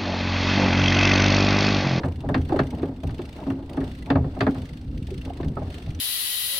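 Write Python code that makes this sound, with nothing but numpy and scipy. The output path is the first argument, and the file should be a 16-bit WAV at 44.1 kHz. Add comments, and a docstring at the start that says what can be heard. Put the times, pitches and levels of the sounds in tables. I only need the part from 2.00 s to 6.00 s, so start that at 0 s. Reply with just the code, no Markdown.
"""Footsteps on a suspension footbridge

Each step is an impact that excites the damped resonances of the planks and rattles the fittings,
while the deck booms in its own modes. Soft scuffing fills the gaps. Turbulence in a light mountain
wind rumbles on the microphone. Faint fast pulses, probably a cicada, come in phrases over airy hiss."""
import sys
import numpy as np
from scipy import signal
from scipy.fft import rfft, irfft
from scipy.io import wavfile
from scipy.ndimage import uniform_filter1d

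SR = 44100
rng = np.random.default_rng(int(sys.argv[2]) if len(sys.argv) > 2 else 0)


def master(y):
    """Save y as 16-bit WAV."""
    cut = np.clip(np.atleast_2d(y).T, -1, 1)
    pcm = np.round(cut * 32767)  # scale
    wavfile.write(sys.argv[1], SR, pcm.astype(np.int16))


N = 176400

# steps and rattles: (time [s], thud [dB], body [dB], clack [dB], edge [dB], tick [dB])
IMPACTS = [(0.034, -15.5, -30.5, -24.5, -34.5, -49.5), (0.236, -22, -31.5, -30, -77, -83),
           (0.288, -19, -26.5, -20.5, -36, -69), (0.344, -18.5, -21.5, -22.5, -24, -35),
           (0.493, -28, -48, -31.5, -44.5, -56), (0.52, -26.5, -28, -28.0, -42.5, -51),
           (0.56, -27.5, -30.5, -33, -39.5, -50), (0.591, -29.5, -18.5, -19, -25.5, -36),
           (0.727, -39, -37.5, -31, -66, -68), (0.794, -22, -32.5, -44, -54, -54),
           (0.829, -26.5, -20.5, -30, -43, -51), (1.033, -24.5, -29, -31.5, -53, -77),
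           (1.093, -28, -46, -41, -48, -54), (1.19, -31, -37.5, -32, -48.5, -50.5),
           (1.387, -52, -50, -35.5, -54, -69), (1.465, -28.5, -32, -31, -50, -71),
           (1.501, -24, -34.5, -33, -38.5, -66), (1.772, -25.5, -22.5, -28.5, -41.5, -56),
           (1.811, -26, -28, -50, -39.5, -59), (2.102, -15, -16.5, -19, -26.5, -35.5),
           (2.155, -12.5, -20, -18, -33, -49.5), (2.242, -28, -32, -32, -47.5, -65),
           (2.364, -31.5, -34, -30.5, -52, -67), (2.407, -18.5, -19, -20.5, -23, -30.5),
           (2.466, -25, -17, -20, -27, -49), (2.552, -21, -37.5, -36, -47, -65),
           (3.083, -38.5, -38.5, -42.5, -82, -71), (3.254, -44, -31, -47, -72, -50.5),
           (3.4, -33, -50, -33, -53, -59), (3.43, -26.5, -28, -39, -45, -52),
           (3.568, -33.5, -28.5, -28, -44.5, -61), (3.616, -23, -45, -33, -54, -76),
           (3.864, -21, -42.5, -40, -72, -50.5)]
# where those five levels apply, thud to tick: (frequency [Hz])
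IMPACT_BANDS_HZ = [110, 300, 720, 1650, 3800]
# response of the planks to a blow: (frequency [Hz], gain [dB])
PLANK_RESPONSE = [(50, -38), (80, -14.5), (120, -7), (160, -8.5), (210, -17.5), (300, -8), (450, -9),
                  (700, -6), (1050, -7.5), (1750, -4.5), (2300, -8.5), (3900, -4.5), (5500, -19.5),
                  (8000, -26), (13000, -48)]
# damping of the planks: (frequency [Hz], T60 [s])
PLANK_T60 = [(80, 0.22), (300, 0.16), (700, 0.11), (1600, 0.066), (4000, 0.057), (10000, 0.033)]
# normal modes of the deck: (frequency [Hz], gain [dB], T60 [s])
DECK_MODES = [(83.44, -14, 1), (157.5, -13, 0.27), (253, -11, 0.59), (269.4, -4.5, 0.29),
              (409.8, -13.5, 0.25), (645, -12, 0.09), (1265, -9.5, 0.067), (1523, -11.5, 0.033),
              (1728, -6.5, 0.062), (1848, -6.5, 0.059), (2626, -11, 0.096), (3598, -5.5, 0.027),
              (4200, -8.5, 0.042)]
# first hard contact: (frequency [Hz], relative density [dB])
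SNAP_SPECTRUM = [(900, -13), (1700, -3), (2300, -1), (4200, 1.5), (5500, -14), (8000, -26.5),
                 (13000, -33.5)]
# hollow notes of planks and loose parts: (time [s], pitch [Hz], level [dB], T60 [s])
HOLLOW_NOTES = [(0.299, 166.6, -25.5, 0.25), (.355, 262, -20, 0.14), (.521, 314, -16, 0.084),
                (.521, 732, -23, 0.04), (.541, 576, -20, 0.033), (.557, 388, -21, 0.042),
                (0.591, 1717, -25.5, 0.042), (0.601, 136, -20.5, 0.2), (0.737, 160, -23.5, 0.095),
                (.83, 346, -18.5, 0.055), (.83, 726, -35.5, 0.059), (1.191, 347, -27.5, 0.11),
                (1.41, 279, -39, 0.42), (1.428, 930, -39, 0.024), (1.465, 269.6, -23.5, 0.54),
                (1.502, 325, -27.5, .07), (1.776, 272, -22, 0.22), (1.785, 396, -32, .07),
                (2.11, 261, -31, 0.089), (2.485, 273, -18, .09), (3.018, 187, -27.5, 0.037),
                (3.113, 378, -30, 0.13), (3.302, 682, -29, 0.024), (3.399, 966, -39, 0.015),
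                (3.402, 347, -22, 0.015), (3.568, 1263, -33, 0.045), (3.57, 880, -37, 0.036),
                (3.616, 617, -32, 0.047)]
# small sharp clicks: (time [s], level [dB])
SHARP_CLICKS = [(0.056, -45.5), (0.205, -46), (0.289, -44), (0.706, -46.5), (1.501, -42.5), (3.25, -46.5),
                (3.743, -44.5)]
# metallic resonances of the treble: (frequency [Hz], half-width [Hz], boost [dB])
RING_PEAKS = [(1730, 56, 3), (2045, 68, 3.5), (2773, 37, 5.5), (3460, 52, 1.4), (3525, 66, 3.1),
              (4324, 82, 4.5), (5000, 29, 3), (5870, 91, 7.5), (6100, 46, 3.5), (7900, 290, 3.5)]
# rubbing of the walk: (frequency [Hz], relative density [dB])
SCUFF_SPECTRUM = [(120, -1.5), (280, 10.5), (420, 3.5), (700, 0), (900, -4), (1100, -13), (1500, -17.5),
                  (2200, -25), (5000, -54)]
# its envelope: (time [s], level [dB])
SCUFF_ENVELOPE = [(0, -33), (.17, -48), (.27, -38), (.46, -43.5), (.57, -25), (.68, -41), (.87, -37),
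                  (.98, -50.5), (1.1, -43), (1.3, -49), (1.45, -39.5), (1.63, -44), (1.68, -48),
                  (1.72, -39.5), (1.85, -38), (1.98, -59.5), (2.091, -35), (2.3, -45), (2.55, -42),
                  (2.68, -50.5), (3.22, -60.5), (3.271, -37), (3.37, -47.5), (3.45, -44), (3.54, -50.5),
                  (3.63, -39.5), (3.75, -47), (4, -55)]
# wind on the microphone: (frequency [Hz], relative density [dB])
WIND_SPECTRUM = [(15, -5.5), (28, -23.5), (42, 1.5), (60, 3), (84, 4), (100, -4.5), (125, -2.5),
                 (160, -3.5), (205, -10), (265, -5.5), (320, -13), (400, -24), (520, -24.5), (800, -64),
                 (2000, -73)]
# its gusts: (time [s], level [dB])
GUST_ENVELOPE = [(0, -37.5), (.2, -35), (.45, -30), (.6, -33.5), (.78, -39), (0.949, -36), (1.12, -28),
                 (1.33, -42), (1.62, -38), (1.92, -34), (2.3, -32), (2.6, -36.5), (2.7, -35.5),
                 (2.75, -35.5), (2.81, -35.5), (2.87, -33.5), (3.0, -27.5), (3.06, -33.5), (3.2, -32.5),
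                 (3.36, -37), (3.5, -27.5), (3.7, -36.5), (4, -33.5)]
# cicada phrases: (first pulse [s], last pulse [s], relative level [dB])
CICADA_PHRASES = [(0.045, .157, 0), (.376, .487, 1.5), (0.526, 0.703, 1.5), (0.747, 0.855, -1),
                  (0.961, 1.001, -4.5), (1.033, 1.436, 2), (1.483, 1.659, -7.5), (1.694, 2.059, 2.5),
                  (2.35, 2.466, -1.5), (2.507, 2.69, 2.5), (2.731, 2.811, -2), (2.843, 2.947, -8),
                  (2.975, 3.025, 1.5), (3.068, 3.249, 3.5), (3.296, 3.481, -0.5), (3.515, 3.668, -6),
                  (3.701, 3.821, 3), (3.86, 3.99, 1.5)]
# cicada pulses and clicks: (frequency [Hz], relative density [dB])
RASP_SPECTRUM = [(500, -27), (1300, -5.5), (2100, 9), (3200, 8), (4400, 2), (5500, -3), (7000, -8.5),
                 (9500, -4), (12000, -27.5), (14500, -6), (16000, -23.5)]
# distant air and light rustle: (frequency [Hz], relative density [dB])
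AIR_SPECTRUM = [(200, 10.5), (600, 5.5), (1000, -1.5), (1300, 1.5), (2000, -5), (3000, -2.5), (4600, -5.5),
                (6500, -18.5), (9500, -17), (12000, -31), (14500, -18), (16000, -28)]
# its envelope: (time [s], level [dB])
AIR_ENVELOPE = [(0, -54.5), (.2, -59), (0.501, -52.5), (.8, -56), (0.952, -58.5), (1.15, -55), (1.48, -53),
                (1.6, -59.5), (1.68, -59), (1.851, -52), (2.279, -57.5), (2.55, -51.5), (2.7, -54),
                (2.901, -60.5), (3.199, -53.5), (3.35, -54.5), (3.53, -60), (3.62, -54.5), (3.76, -49.5),
                (3.86, -52.5), (4, -56)]
# stereo width: (frequency [Hz], side gain [dB])
SIDE_GAIN = [(60, -52.5), (130, -65.5), (270, -51.5), (500, -32), (750, -7.5), (1400, -2), (3000, -4),
             (6000, -7), (12000, -3)]


def bridge():
    """Superposition: the sounds of steps, loose parts and clicks add linearly, as mid and side."""
    out = np.zeros((2, N))
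    for s, *levels_db in IMPACTS:
        add(out, s, knock(levels_db))
    for s, hz, db, t60 in HOLLOW_NOTES:
        add(out, s, clonk(hz, db, t60))
    for s, db in SHARP_CLICKS:
        add(out, s, amp(db) * rasp(rise_s=.00041, hold_s=.0014, fall_s=.0069))
    return out


def knock(levels_db, snap_db=1):
    """Impact excitation: the spectrum of one blow sets how strongly planks and deck vibrate."""
    t = np.arange(SR * 3 // 4) / SR
    strength = list(zip(IMPACT_BANDS_HZ, levels_db))
    out = planks(t, strength) + deck(t, strength)
    add(out, 0, amp(levels_db[-1] + snap_db) * snap())
    return out


def planks(t, strength, rise_s=.0009, rise_cycles=1.8, tail_db=-16, tail_t60_s=.2):
    """Modal overlap: dense resonances merge into decaying noise bands, the bass swelling last."""
    out = np.zeros((2, len(t)))
    for hz in 62.5 * 2 ** (np.arange(16) / 2):  # half-octave bands
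        band = noise(lambda f: 1 / (1 + (np.log2((f + 1) / hz) / .3) ** 8), len(t))
        swell = 1 - np.exp(-(t / (rise_s + rise_cycles / hz)) ** 2)
        tail = amp(tail_db - 60 * t / tail_t60_s)  # the rattle spreading along the bridge
        fade = amp(-60 * t / read(PLANK_T60, hz)) + tail
        envelope = swell * fade / np.max(swell * fade)
        ring = band * envelope
        ring *= np.linalg.norm(envelope) / np.linalg.norm(ring, axis=1, keepdims=True)
        out += ring * amp(read(strength, hz) + read(PLANK_RESPONSE, hz))
    return out


def deck(t, strength, detune=.012, rise_cycles=1.08, scatter_db=.5):
    """Normal modes: each rings as a damped sinusoid, tuned a little differently at every plank."""
    out = np.zeros((2, len(t)))
    for hz, db, t60 in DECK_MODES:
        envelope = (1 - np.exp(-t * hz / rise_cycles)) * amp(-60 * t / t60)
        wave = sinusoid(hz * (1 + detune * rng.standard_normal()) * t)
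        level_db = read(strength, hz) + db - scatter_db * rng.standard_normal()
        out += amp(level_db) * wave * envelope / envelope.max()
    return out


def snap(rise_s=.0007, fall_s=.003):
    """Contact transient: a few milliseconds of hard contact give a broad, metallic burst."""
    t = np.arange(SR // 20) / SR
    envelope = np.minimum(t / rise_s, 1) * np.exp(-t / fall_s)
    burst = envelope * noise(lambda hz: amp(read(SNAP_SPECTRUM, hz) + ring_db(hz)), len(t))
    return burst * np.sqrt(fall_s * SR) / np.linalg.norm(burst[0])


def clonk(hz, db, t60, rise_s=.0043, sharp_fraction=.12, settle_s=.0031, rough_cycles=.1):
    """Damped free vibration: a struck part starts sharp and settles, roughened by phase jitter."""
    t = np.arange(SR // 4) / SR
    jitter = rough_cycles * wander(top_hz=110, size=len(t))
    pitch_hz = hz * (1 + sharp_fraction * np.exp(-t / settle_s))
    envelope = (1 - np.exp(-(t / rise_s) ** 2)) * amp(-60 * t / t60)
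    return amp(db) * envelope / envelope.max() * sinusoid(np.cumsum(pitch_hz) / SR + jitter)


def ring_db(hz, valley_db=-2):
    """Resonance: narrow Lorentzian peaks give the treble a faint metallic ring."""
    return valley_db + sum(db / (1 + ((hz - centre) / width) ** 2) for centre, width, db in RING_PEAKS)


def scuffing(side_db=-3):
    """Friction noise: dull, uneven rubbing between the steps."""
    gain = fluctuation(SCUFF_ENVELOPE, depth_db=3, top_hz=35)
    return gain * noise(lambda hz: amp(read(SCUFF_SPECTRUM, hz)), N) * amp([[0], [side_db]])


def wind():
    """Turbulence: pressure fluctuations at the microphone make a lumpy rumble."""
    gain = fluctuation(GUST_ENVELOPE, depth_db=1.3, top_hz=20)
    return gain * noise(lambda hz: amp(read(WIND_SPECTRUM, hz)), N)


def cicada(level_db=-51, period_s=.0375, slowing=.0003, scatter_db=.9):
    """Pulse trains: evenly spaced rasps fill each phrase, their period tending to lengthen."""
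    out = np.zeros((2, N))
    for first, last, db in CICADA_PHRASES:
        count = round((last - first) / (period_s + slowing * first)) + 1
        for s in np.linspace(first, last, count):
            pulse = rasp(rise_s=.0015, hold_s=.0055, fall_s=.0052)
            add(out, s, pulse * amp(db + scatter_db * rng.standard_normal()))
    return amp(level_db) * out


def rasp(rise_s, hold_s, fall_s, colour_db=3, colour_step_hz=250, grain_db=1):
    """Source and filter: a grainy burst of treble noise takes random resonances of its own."""
    t = np.arange(SR // 12) / SR
    knots_hz = colour_step_hz * np.arange(128)
    knots_db = colour_db * rng.standard_normal(128)
    envelope = np.minimum(t / rise_s, 1) * np.exp(-np.maximum(t - hold_s, 0) / fall_s)
    grain = amp(grain_db * unit(uniform_filter1d(rng.standard_normal(len(t)), size=60)))

    def spectrum(hz):
        return amp(read(RASP_SPECTRUM, hz) + ring_db(hz) + np.interp(hz, knots_hz, knots_db))
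    return envelope * unit(grain) * noise(spectrum, len(t))


def air(side_db=6):
    """Modulated broadband noise: distant air is heard as a wide, fluttering hiss."""
    gain = fluctuation(AIR_ENVELOPE, depth_db=1.8, top_hz=45)
    hiss = noise(lambda hz: amp(read(AIR_SPECTRUM, hz) + ring_db(hz)), N)
    return gain * hiss * amp([[0], [side_db]])


def fluctuation(envelope, depth_db, top_hz):
    """Amplitude modulation: a gain that flutters at random about a level curve."""
    level_db = np.interp(np.arange(N) / SR, *np.transpose(envelope))
    return amp(level_db + depth_db * wander(top_hz, N))


def wander(top_hz, size):
    """Low-pass filtering: slow random motion of rms 1."""
    return noise(lambda hz: 1 / (1 + (hz / top_hz) ** 4), size)[0]


def noise(gain, size):
    """Spectral shaping: independent mid and side noise, the mid of rms 1."""
    hz = np.fft.rfftfreq(size, 1 / SR)
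    shaped = irfft(rfft(rng.standard_normal((2, size))) * gain(hz), size)
    return shaped / shaped[0].std()


def sinusoid(cycles):
    """Harmonic motion of rms 1, with random starting phases in mid and side."""
    return np.sqrt(2) * np.sin(2 * np.pi * (cycles + rng.random((2, 1))))


def amp(db):
    """Decibel law: level to amplitude ratio."""
    return 10 ** (np.asarray(db) / 20)


def unit(x):
    """Normalisation to rms 1."""
    return x / np.sqrt(np.mean(x ** 2) + 1e-20)


def read(points, hz):
    """Interpolation of a table on a log-frequency axis."""
    f, value = np.transpose(points)
    return np.interp(np.log(hz + 1), np.log(f + 1), value)


def add(mix, s, sound):
    """Superposition of a sound on the mix at time s."""
    part = mix[..., max(0, round(s * SR)):][..., :sound.shape[-1]]
    part += sound[..., :part.shape[-1]]


def scene(coherence=.65, swings_per_octave=2.3):
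    """Phase difference: bass stays central; the treble's lead swings between channels with frequency."""
    mid, side = wind() + scuffing() + air() + bridge() + cicada()
    hz = np.fft.rfftfreq(N, 1 / SR)
    quadrature = -1j * np.tanh(4 * np.sin(2 * np.pi * np.log2(hz + 1) * swings_per_octave))
    coherent = coherence * quadrature * rfft(mid)
    diffuse = np.sqrt(1 - coherence ** 2) * rfft(side)
    side = irfft((coherent + diffuse) * amp(read(SIDE_GAIN, hz)), N)
    return np.array([mid + side, mid - side])


def record(dry, cutoff_hz=15900):
    """Band limiting: a linear-phase low-pass filter removes the highest treble."""
    lowpass = signal.firwin(511, cutoff_hz, window=("kaiser", 9), fs=SR)
    return signal.oaconvolve(dry, lowpass[None], "same")


dry = scene()
out = record(dry)
master(out)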